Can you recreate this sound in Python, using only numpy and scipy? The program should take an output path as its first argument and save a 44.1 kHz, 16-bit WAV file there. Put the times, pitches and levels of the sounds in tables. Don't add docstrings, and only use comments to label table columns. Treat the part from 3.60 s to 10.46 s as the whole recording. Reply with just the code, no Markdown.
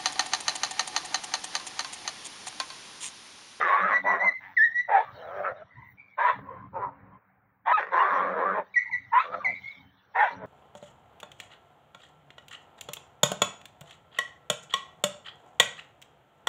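import sys
import numpy as np
from scipy import signal
from scipy.io import wavfile
from scipy.ndimage import uniform_filter1d

SR = 44100
rng = np.random.default_rng(int(sys.argv[2]) if len(sys.argv) > 2 else 0)


def bounce(signal):
    frames = np.transpose(np.atleast_2d(signal))
    limited = np.clip(frames, -1, 1)
    pcm = np.round(limited * 32767).astype(np.int16)
    wavfile.write(sys.argv[1], SR, pcm)


N = 302526


def gain_of(db):
    return 10 ** (np.asarray(db) / 20)


def evened(x):
    return x / np.sqrt(np.mean(x ** 2) + 1e-20)


def add(mix, s, sound):
    part = mix[round(s * SR):][:len(sound)]
    part += sound[:len(part)]


def played(rows):
    s, *columns = np.transpose(rows)
    t = np.arange(s[0], s[-1], 1 / SR)
    return s[0], *(np.interp(t, s, c) for c in columns)


def curve(rows):
    return gain_of(np.interp(np.arange(N) / SR, *np.transpose(rows)))


def patches(shape, band_span, frame_span):
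    blobs = uniform_filter1d(rng.standard_normal(shape), size=band_span, axis=0)
    return evened(uniform_filter1d(blobs, size=frame_span, axis=1))


def unsteady(count, size, depth):
    slow = uniform_filter1d(uniform_filter1d(rng.standard_normal(count), size), size)
    return 1 + depth * evened(slow)


def resonate(x, hz, width):
    turn = np.exp(2j * np.pi * np.cumsum(hz * np.ones(len(x))) / SR)
    r = np.exp(-np.pi * width / SR)
    return 2 * (turn * signal.lfilter([(1 - r) ** 2], np.poly([r, r]), x / turn)).real


def steady(x, span_s):
    return x / np.sqrt(abs(uniform_filter1d(x ** 2, round(span_s * SR))) + 1e-20)


BASS_DB, HUM_PATCHY_DB = -81, 3
# frequency in Hz, relative noise density in dB.
AIR_COLOUR = [(18, -36.5), (30, -14.5), (118, -7), (419, -28), (670, -26), (784, -21), (1160, -24.5),
              (1410, -23.5), (1750, -24), (2250, -32.5), (3200, -60.5), (4160, -82), (7040, -120)]
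# time in seconds, level in dB.
HUM_LEVEL = [(0, -35), (.76, -74.5), (1.01, -62), (1.3, -71.5), (1.6, -60), (2.83, -74.5), (3.4, -61.5),
             (3.69, -67.5), (4.11, -73.5), (5.0, -62), (5.33, -68), (5.66, -66.5), (6.1, -62.5),
             (6.4, -66.5), (6.86, -65)]
# time in seconds, level in dB.
FIZZ_LEVEL = [(0.05, -83), (0.959, -80.5), (1.038, -67.5), (1.089, -88), (1.85, -76.5), (2.06, -115),
              (2.32, -69), (2.4, -100), (2.671, -79), (3.03, -91.5), (5.739, -86), (6.058, -80),
              (6.55, -90), (6.61, -68), (6.78, -99), (6.86, -94)]


def air():
    frames, hz = N // 256 + 5, np.fft.rfftfreq(1024, 1 / SR)[:, None]
    a, b = rng.standard_normal((2, 513, frames))
    noise = (a + 1j * b) * gain_of(HUM_PATCHY_DB * patches((513, frames), 5, 8))
    f, db = np.transpose(AIR_COLOUR)
    colour = gain_of(np.interp(np.log(hz + 1), np.log(f), db))
    top = gain_of(-12 * ((hz - 15200) / 1500) ** 2)
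    shapes = colour * (hz <= 350), colour * (hz > 350), top
    bass, hum, fizz = (evened(signal.istft(noise * m, nperseg=1024, noverlap=768)[1][:N]) for m in shapes)
    return gain_of(BASS_DB) * bass + (curve(HUM_LEVEL) + breath()) * hum + curve(FIZZ_LEVEL) * fizz


BIRD_FALL_S, BIRD_FADE_DB = .035, -24.5
# start and length in seconds, start and end pitch in Hz,
# level at the start in dB.
BIRD_WHISTLES = [(1.667, 0.17, 3760, 2860, -57), (1.963, 0.16, 3840, 3300, -64),
                 (5.949, 0.15, 3840, 3970, -49.5), (6.105, 0.21, 4200, 3074, -48.5)]


def bird(start, length, hz, end_hz, db):
    t = np.arange(0, length, 1 / SR)
    settling = np.exp(-t / BIRD_FALL_S)
    glide = end_hz + (hz - end_hz) * settling
    tone = unsteady(len(t), 120, 0.53) * np.sin(2 * np.pi * np.cumsum(glide) / SR)
    level = gain_of(db + BIRD_FADE_DB * (1 - settling))
    return start, np.sqrt(2) * level * tone * signal.windows.tukey(len(t), .15)


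GRASS_PATCHY_DB = 7
# time in seconds, level in dB.
RUSTLE_LEVEL = [(0, -47.5), (.32, -63.5), (.71, -73), (1.13, -66), (1.36, -89), (1.53, -62.5),
                (1.87, -72.5), (4.26, -116), (4.34, -51), (4.93, -77), (5.2, -75.5), (5.58, -69),
                (5.69, -68.5), (6.1, -61.5), (6.32, -77.5), (6.61, -72), (6.73, -55.5), (6.86, -93)]
# frequency in Hz, relative noise density in dB.
GRASS_COLOUR = [(2300, -25), (2700, 3.5), (3800, 9), (4800, -12), (5800, -5), (7200, -32.5), (12000, -29.5),
                (15800, -27)]


def rustle():
    frames, hz = N // 128 + 5, np.fft.rfftfreq(512, 1 / SR)[:, None]
    a, b = rng.standard_normal((2, 257, frames))
    f, db = np.transpose(GRASS_COLOUR)
    colour_db = np.interp(np.log(hz + 1), np.log(f), db, left=-90)
    patchy_db = GRASS_PATCHY_DB * patches((257, frames), 3, 14)
    hiss = signal.istft((a + 1j * b) * gain_of(colour_db + patchy_db), nperseg=512, noverlap=384)[1]
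    return curve(RUSTLE_LEVEL) * evened(hiss[:N])


# start in seconds, level at the start in dB.
TICKS_AT = [(0.676, -66), (4.0771, -72), (4.1165, -58.5), (5.537, -61), (5.5574, -54.5), (6.5959, -51),
            (6.6164, -51)]


def tick(db):
    t = np.arange(100) / SR
    return gain_of(db - 60 * t / 0.0028) * np.sin(2 * np.pi * 11500 * t)


YARD_DB, YARD_T60 = -33, 0.65
# echo delay in seconds, level in dB.
WALL_ECHOES = [(0.033, -15.5), (.09, -26.5), (.17, -35)]


def yard(x):
    t = np.arange(SR // 2) / SR
    scatter = rng.choice([-1., 1.], len(t)) * (rng.random(len(t)) < .05) * (t > .02)
    tail = signal.lfilter(*signal.butter(2, 3000, fs=SR), scatter * gain_of(-60 * t / YARD_T60))
    tail *= gain_of(YARD_DB) / np.linalg.norm(tail)
    for s, db in WALL_ECHOES:
        add(tail, s, gain_of([db]))
    return signal.oaconvolve(x, tail)[:N]


def streaky(x, patchy_db=3.3):
    z = signal.stft(x, nperseg=1024, noverlap=768)[2]
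    gain = gain_of(patchy_db * patches(z.shape, 3, 8))
    return signal.istft(z * evened(gain), nperseg=1024, noverlap=768)[1][:N]


def folds(hz, rough, weak_db, count):
    shake, drift = (evened(uniform_filter1d(rng.standard_normal(count), size)) for size in (200, 5000))
    turns = np.cumsum(hz * (1 + 0.19 * rough * shake + .08 * drift)) / SR
    cycle = turns.astype(int)
    size_db = rough * 3 * rng.standard_normal(cycle[-1] + 1)[cycle] + weak_db * (cycle % 2)
    pulses = np.diff(cycle, prepend=0) * np.sqrt(SR / hz)
    puffs = evened((0.68 + np.exp(-(turns % 1) / 0.77)) * rng.standard_normal(count))
    return gain_of(size_db) * ((1 - rough) * pulses + rough * puffs)


GROWL_HZ = 63.45
GROWL_EDGE_S, PURR_DB = .06, -74.5
# frequency in Hz, width of each smoothing in Hz,
# relative level in dB (the lowest is levelled apart from the rest).
CHEST_RINGS = [(116, 68, 0), (190, 20, 10.5), (276, 26, 5.5), (350, 7.7, -17)]
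# start and length in seconds, effort in dB, change to the end in dB,
# share of the lowest resonance in dB.
GROWLS_AT = [(0, 0.08, -46.5, -2, -11), (0.161, 0.6, -44.5, -14.5, -26), (0.744, 0.57, -66.5, -7, -4.5),
             (1.416, 0.69, -57, -8.5, -1), (2.106, 0.37, -48.5, -25, 0), (2.709, .9, -49, -7, -2),
             (4.24, 0.12, -57, -5, -9.5), (4.471, 0.59, -47, -1.5, -26.5), (5.243, 0.31, -57.5, -6, 0),
             (5.669, 0.35, -54, -1, -8), (5.977, .13, -54.5, -3, 0), (6.134, 0.24, -50.5, -22, -1.5),
             (6.678, .25, -57, 15, -6)]


def growl():
    drive = folds(GROWL_HZ, 1.0, -1.6, N)
    low, *upper = (gain_of(db) * resonate(drive, f, w) for f, w, db in CHEST_RINGS)
    low, upper = steady(low, 1.0), steady(sum(upper), 0.93)
    out, t = gain_of(PURR_DB) * (low + upper), np.arange(N) / SR
    for start, length, effort_db, change_db, low_db in GROWLS_AT:
        edges = np.clip(np.minimum(t - start, start + length - t) / GROWL_EDGE_S, 0, 1) ** 2
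        share = np.clip(gain_of(low_db), 0, .95)
        level = edges * gain_of(effort_db + change_db * np.clip((t - start) / length, 0, 1))
        out += level * (share * low + np.sqrt(1 - share ** 2) * upper)
    return out


FLUTTER_HZ = 115.7
SOFT_DB, TREMBLE_PER_DB = -33.5, 0.08
# time in seconds, pitch in Hz, level in dB, flutter depth 0-1.
YELP_TRACKS = [
    [(0.59, 2037, -40.5, 0.07), (0.612, 1932, -24.5, 0.04), (0.644, 2107, -26.5, 0.02),
     (0.69, 2012, -16.5, 0), (0.708, 1910, -42.5, 0.1), (0.716, 2077, -43.5, 0.14), (0.8, 2048, -51, 0)],
    [(0.962, 1880, -61.5, 0.05), (0.968, 2066, -29, 0.13), (0.976, 1938, -15.5, 0), (0.99, 1727, -22, 0.14),
     (1.004, 1729, -17.5, 0.05), (1.048, 1922, -16.5, 0), (1.105, 1709, -43.5, 0.05)],
    [(1.11, 1876, -45, 0.05), (1.122, 1845, -31, 0.05), (1.134, 1920, -47, 0), (1.16, 1920, -25, 0),
     (1.202, 1959, -23, 0.02), (1.232, 1957, -39.5, 0), (1.3, 1914, -47, 0.05)],
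    [(0.3, 1920, -37, 0), (0.318, 2121, -39.5, 0.05), (0.336, 1943, -24.5, 0), (0.366, 1953, -18.5, 0.1),
     (0.42, 1985, -46.5, 0.13)],
    [(0.44, 1945, -58, 0.15), (0.47, 1970, -26, 0.1), (0.51, 1966, -24, 0), (0.558, 1880, -33.5, 0),
     (0.58, 1974, -45.5, 0.1)],
    [(2.1, 2024, -75, 0.11), (2.162, 1893, -61.5, 0.2), (2.216, 2020, -62, 0.2), (2.32, 1994, -62.5, 0.2),
     (2.33, 1890, -58, 0.1)],
    [(2.37, 2297, -70.5, 0.05), (2.408, 2325, -57.5, 0.07), (2.446, 2322, -72, 0.1), (2.486, 2306, -70, 0),
     (2.56, 2180, -69, 0.16)],
    [(6.03, 2150, -62.5, 0.1), (6.046, 2134, -41.5, 0), (6.084, 2183, -36, 0.04), (6.132, 2236, -53.5, 0),
     (6.2, 2207, -74.5, 0.13)],
    [(5.138, 2340, -45, 0), (5.152, 2197, -41, .3), (5.166, 1948, -18, 0.05), (5.18, 1921, -16, 0.09),
     (5.2, 2010, -31.5, .4), (5.3, 1932, -49.5, 0.77)],
    [(5.308, 2286, -47, 0.1), (5.325, 2100, -33, 0), (5.34, 1960, -26, 0.2), (5.36, 1960, -27, .2),
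     (5.385, 1983, -47, 0.8), (5.5, 2030, -76.5, 0.3)],
    [(5.838, 2400, -66, 0.1), (5.848, 2243, -27, 0), (5.866, 2020, -22.5, 0.06), (5.89, 2018, -28, 0.42),
     (5.92, 2100, -42, 0.9), (6.0, 2074, -50, 0.8)],
]
# multiple of the pitch, level in dB for a yelp at -25.5 dB.
YELP_OVERTONES = [(2, -33), (3, -41.5), (4, -51)]


def yelp(rows):
    s, hz, level_db, depth = played(rows)
    count = len(hz)
    phase = 2 * np.pi * np.cumsum(hz) / SR
    flutter = 2 * np.pi * FLUTTER_HZ * np.cumsum(unsteady(count, 400, .15)) / SR
    tremble = 0.092 + TREMBLE_PER_DB * np.maximum(SOFT_DB - level_db, 0)
    side_tones = np.sin(phase + flutter) + np.sin(phase + 2 * flutter)
    tone = unsteady(count, 200, tremble) * np.sin(phase) + depth * unsteady(count, 90, 0.27) * side_tones
    strain_db = -0.1 * (level_db + 25.5)
    for k, db in YELP_OVERTONES:
        broken = unsteady(count, 60, .6) * unsteady(count, 600, .4)
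        overtone = np.sin(k * phase) + depth * np.sin(k * (phase + 2 * flutter))
        tone += gain_of(db + strain_db) * broken * overtone
    return s, np.sqrt(2) * gain_of(level_db) * tone * signal.windows.tukey(count, .08)


# frequency in Hz, width of each smoothing in Hz, relative level in dB.
TEETH_RINGS = [(2385, 130, 9), (3440, 900, -0.5), (5940, 2500, -26)]


def voice(rows, pulse_hz, rough, mouth_width, weak_db):
    s, effort_db, throat_hz, throat_db, mouth_hz, lips_hz, lips_db, rasp_db, rasp_hz = played(rows)
    drive = folds(pulse_hz, rough, weak_db, len(effort_db))
    drive = signal.sosfilt(signal.butter(6, 390, "high", fs=SR, output="sos"), drive)
    throat = steady(resonate(drive, throat_hz, 210), 0.057)
    cheeks = gain_of(-13.5) * resonate(drive, 1.1 * mouth_hz, 590)
    mouth = steady(resonate(drive, mouth_hz, mouth_width) + cheeks, 0.41)
    lips = steady(resonate(drive, lips_hz, 546), 0.11)
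    teeth = sum(gain_of(db) * resonate(drive, f, w) for f, w, db in TEETH_RINGS)
    rasp = steady(resonate(drive, rasp_hz, 370) + teeth, 0.043)
    tract = gain_of(throat_db) * throat - mouth + gain_of(lips_db) * lips - gain_of(rasp_db) * rasp
    return s, gain_of(effort_db - 1) * tract * signal.windows.tukey(len(drive), .08)


CLEAR_ENDS_DB, TREMBLE = -12, 0.086
# start and length in seconds, start and end pitch in Hz,
# peak level in dB, peak at this share of the length, octave in dB against the tone,
# dip of the hoarse voice meanwhile in dB (values above 0 count as none).
CLEAR_TONES = [(.09, 0.11, 1040, 1184, -21, 0.45, -24, -1),
               (0.206, 0.096, 1205, 1392, -25.5, 0.5, -27.5, 0),
               (1.28, 0.036, 703, 831, -31, 0.96, -21, -2.5), (1.315, 0.09, 833, 740, -15.5, 0.47, -18, -4),
               (1.42, 0.12, 1200, 1123, -44.5, 0, -17, 0), (2.152, .15, 980, 993, -58, .4, -14, 0),
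               (2.58, 0.067, 867, 995, -24.5, 0.6, -29, -2), (2.625, 0.061, 1021, 958, -20, 0.53, -22, -1),
               (2.869, .22, 1010, 1057, -45, 0.03, -21.5, -2.5),
               (3.51, 0.068, 1050, 1030, -54.5, .6, -20, 0),
               (4.064, 0.072, 861.4, 1038, -17.5, 0.85, -20.5, -0.5),
               (4.125, .052, 1303, 1227, -17.5, .4, -16.5, -16.5),
               (4.169, 0.029, 912, 787, -23.5, 0.52, -1.5, -1),
               (4.385, 0.044, 925, 960, -21.5, 0.5, -8.5, -2.5),
               (4.44, .07, 1122, 1243, -23.5, 0.2, -28.5, -4.5),
               (4.518, 0.11, 1050, 1088, -29, 0.8, -14.5, 2), (5.248, 0.15, 900, 950, -56.5, 0.35, -9.5, 0),
               (5.533, 0.076, 900, 1082, -15.5, .5, -16, -2.5),
               (5.584, 0.038, 1200, 1350, -25, 0.5, -7, -2), (5.838, 0.098, 800, 660, -39.5, 0.16, -21, 0),
               (6.555, 0.082, 720.4, 890.6, -21.5, 0.83, -20, -0.5),
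               (6.615, 0.059, 897, 677, -20.5, .2, -14.5, -3.5)]


def clear(start, length, hz, end_hz, db, top, octave_db):
    u = np.arange(0, 1, 1 / (length * SR))
    phase = 2 * np.pi * np.cumsum(hz + u * (end_hz - hz)) / SR
    swell_db = np.interp(u, [0, np.clip(top, .05, .95), 1], [CLEAR_ENDS_DB, 0, CLEAR_ENDS_DB])
    octave = unsteady(len(u), 300, .3) * np.sin(2 * phase)
    third = gain_of(-13) * unsteady(len(u), 120, .7) * np.sin(3 * phase)
    tremble = TREMBLE + TREMBLE_PER_DB * max(SOFT_DB - db, 0)
    tone = unsteady(len(u), 250, tremble) * np.sin(phase) + gain_of(octave_db) * (octave + third)
    return start, np.sqrt(2) * gain_of(db + swell_db) * tone * signal.windows.tukey(len(u), .2)


def hoarse_dips():
    dip_db = np.zeros(N)
    for start, length, *_, db in CLEAR_TONES:
        add(dip_db, start, min(db, 0) * signal.windows.tukey(round(length * SR), .3))
    return gain_of(dip_db)


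RASP_HZ = 2505
ATTACK_S, ONSET_DB, HELD, RELEASE_DB = 0.023, -36.5, 0.61, -26.5
TAIL, TAIL_DB = 1.25, -16.5
BARK_THROAT_HZ, BARK_LIPS_HZ = 612, 1775
LIPS_RISE_DB, RASP_RISE_HZ = 6.5, 350
# start and length in seconds, effort in dB (heard 1 dB lower),
# swell while held in dB, mouth at start and end in Hz, throat in dB, lips at the start in dB,
# rasp at start and end in dB.
BARKS_AT = [(1.272, 0.18, -24, 4, 848, 912, -8.5, -10, -41.5, -12),
            (2.566, 0.21, -24.5, 1, 1028, 1036, -10.5, -7, -28.5, -13.5),
            (4.047, .19, -24, 0, 900, 1080, -13.5, -7, -29.5, -8.5),
            (5.514, 0.15, -21.5, -3.5, 1042, 1150, -21, -6, -44, 0.5),
            (6.535, .18, -26.5, 7, 915, 920, -11.5, -4.5, -32, -13)]


def bark(start, length, effort_db, swell_db, hz, end_hz, throat_db, lips_db, rasp_db, end_db):
    released_db = swell_db + RELEASE_DB
    steps = [(0, ONSET_DB), (ATTACK_S / length, 0), (HELD, swell_db), (1, released_db),
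             (TAIL, released_db + TAIL_DB)]
    rows = []
    for u, db in steps:
        moved = min(u, 1)
        rows.append((start + u * length, effort_db + db, BARK_THROAT_HZ, throat_db,
                     hz + moved * (end_hz - hz), BARK_LIPS_HZ, lips_db + u * LIPS_RISE_DB,
                     rasp_db + moved * (end_db - rasp_db), RASP_HZ + u * RASP_RISE_HZ))
    return rows


RASP_LAG, REFERENCE_DB = 0.27, -33.5
SLACK = .4
# time in seconds, effort in dB (heard 1 dB lower), mouth in Hz, throat in dB.
SNARL_TRACKS = [
    [(0.0, -21, 1180, 4.5), (0.006, -26, 1318, -19), (0.104, -24.5, 1090, -9), (0.134, -23.5, 1090, -11.5),
     (0.192, -27, 1084, -23), (0.258, -29.5, 1310, -6), (0.334, -25.5, 1090, -14), (0.39, -38.5, 1130, -4),
     (0.42, -57, 1140, -7)],
    [(0.43, -46.5, 1013, -2), (0.444, -43.5, 957, 4.5), (0.468, -29.5, 966, 2.5), (0.554, -25.5, 1080, -13),
     (0.602, -39.5, 1040, 3), (0.644, -30, 943, -5.5), (0.678, -36, 1100, -1), (0.726, -48, 1170, -7),
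     (0.76, -71.5, 1150, -19.5)],
    [(1.47, -51.5, 1150, -11), (1.566, -59.5, 1370, 12), (1.802, -39, 1216, 7.5), (1.824, -46.5, 1270, 13),
     (1.852, -27, 1294, -5), (1.92, -39.5, 1320, 5), (1.938, -58.5, 1320, 9.5), (2.026, -54, 1380, 6),
     (2.06, -90, 1370, -4)],
    [(3.12, -56, 970, 4), (3.146, -41, 946, -11.5), (3.166, -32.5, 910, -11), (3.198, -36, 936, -3),
     (3.236, -28.5, 986, -7.5), (3.362, -61.5, 1020, -7), (3.51, -58, 994, -8), (3.558, -63, 970, -8.5),
     (3.6, -74.5, 986, 6.5)],
    [(4.29, -52.5, 1067, -4), (4.34, -24.5, 1021, -7), (4.396, -21, 1045, -25), (4.628, -27, 1105, -7),
     (4.75, -34, 1197, -0.5), (4.802, -27.5, 925, -1.5), (4.898, -29.5, 1260, -4), (4.998, -32, 947, 2),
     (5.06, -66, 1160, -0.5)],
    [(5.63, -39, 1110, -9), (5.678, -43, 1180, -1), (5.712, -43.5, 1234, -3.5), (5.744, -25, 1286, -14.5),
     (5.78, -43, 1250, 3), (5.824, -41, 1136, -26), (5.868, -44, 906, 0.5), (5.936, -67.5, 940, 8),
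     (5.97, -72, 1180, -4)],
    [(0.8, -60.5, 957, -4), (0.846, -51, 930, -13.5), (0.912, -55, 864, -23), (0.95, -62.5, 1130, 1.5)],
    [(2.78, -37, 1080, 0), (2.808, -54.5, 1090, -9), (2.95, -45, 1055, -0.5), (3.1, -60, 1060, -25.5)],
    [(6.7, -37.5, 929, -5), (6.77, -51, 910, -6), (6.848, -44.5, 1030, 8), (6.86, -48, 1013, 8)],
    [(4.19, -27, 941, -22.5), (4.196, -31, 958, -5), (4.28, -49, 1080, -1.5), (4.31, -43, 1100, -6.5)],
]
# mean pulses per second, throat in Hz, lips in Hz,
# lips in dB, rasp in dB at the reference effort, breath in dB against the effort.
SNARL_TINTS = [(190.2, 563, 1820, -3, -30.5, -11.5), (187, 660, 1830, -8.5, -41, -7),
               (186.3, 620, 1600, -6, -56, -4), (184.3, 507, 1270, -11.5, -48.5, -16),
               (189.8, 536, 1725, -9.5, -29.5, -7.5), (177.6, 573, 1390, -9.5, -25.5, -12),
               (205, 680, 1830, 3.5, -28.5, -21), (191, 476, 1100, -26.5, -54, -9),
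               (196.5, 523, 1600, -5, -27, -12), (47, 540, 1780, 3.5, -49, -4)]


def snarl(rows, throat_hz, lips_hz, lips_db, rasp_db):
    return [(s, db, throat_hz, throat_db, hz, lips_hz, lips_db, rasp_db + RASP_LAG * (REFERENCE_DB - db), RASP_HZ)
            for s, db, hz, throat_db in rows]


def breath():
    out = np.zeros(N)
    for rows, tint in zip(SNARL_TRACKS, SNARL_TINTS):
        s, effort_db, *_ = played(rows)
        add(out, s, gain_of(effort_db + tint[-1]) * signal.windows.tukey(len(effort_db), .08))
    return out


def scene():
    near, high = np.zeros((2, N))
    for rows, (pulse_hz, *tract, _) in zip(SNARL_TRACKS, SNARL_TINTS):
        rough = .31 * (SNARL_TINTS[0][0] / pulse_hz) ** SLACK
        add(near, *voice(snarl(rows, *tract), pulse_hz, rough, mouth_width=170, weak_db=-5))
    for row in BARKS_AT:
        add(near, *voice(bark(*row), pulse_hz=430, rough=.42, mouth_width=230, weak_db=-1.5))
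    near = streaky(near) * hoarse_dips()
    for row in CLEAR_TONES:
        add(near, *clear(*row[:-1]))
    for rows in YELP_TRACKS:
        add(high, *yelp(rows))
    for row in BIRD_WHISTLES:
        add(high, *bird(*row))
    echoes = streaky(yard(gain_of(-11) * near + high))
    voices = near + high + growl() + echoes
    mix = signal.sosfilt(signal.butter(8, 6800, fs=SR, output="sos"), voices) + air() + rustle()
    for s, db in TICKS_AT:
        add(mix, s, tick(db))
    return mix[None]


def record(dry):
    thin = signal.sosfilt(signal.butter(3, 62, "high", fs=SR, output="sos"), dry)
    band_limit = signal.firwin(511, 15800, window=("kaiser", 9), fs=SR)
    return signal.oaconvolve(thin, band_limit[None], "same")


dry = scene()
out = record(dry)
bounce(out)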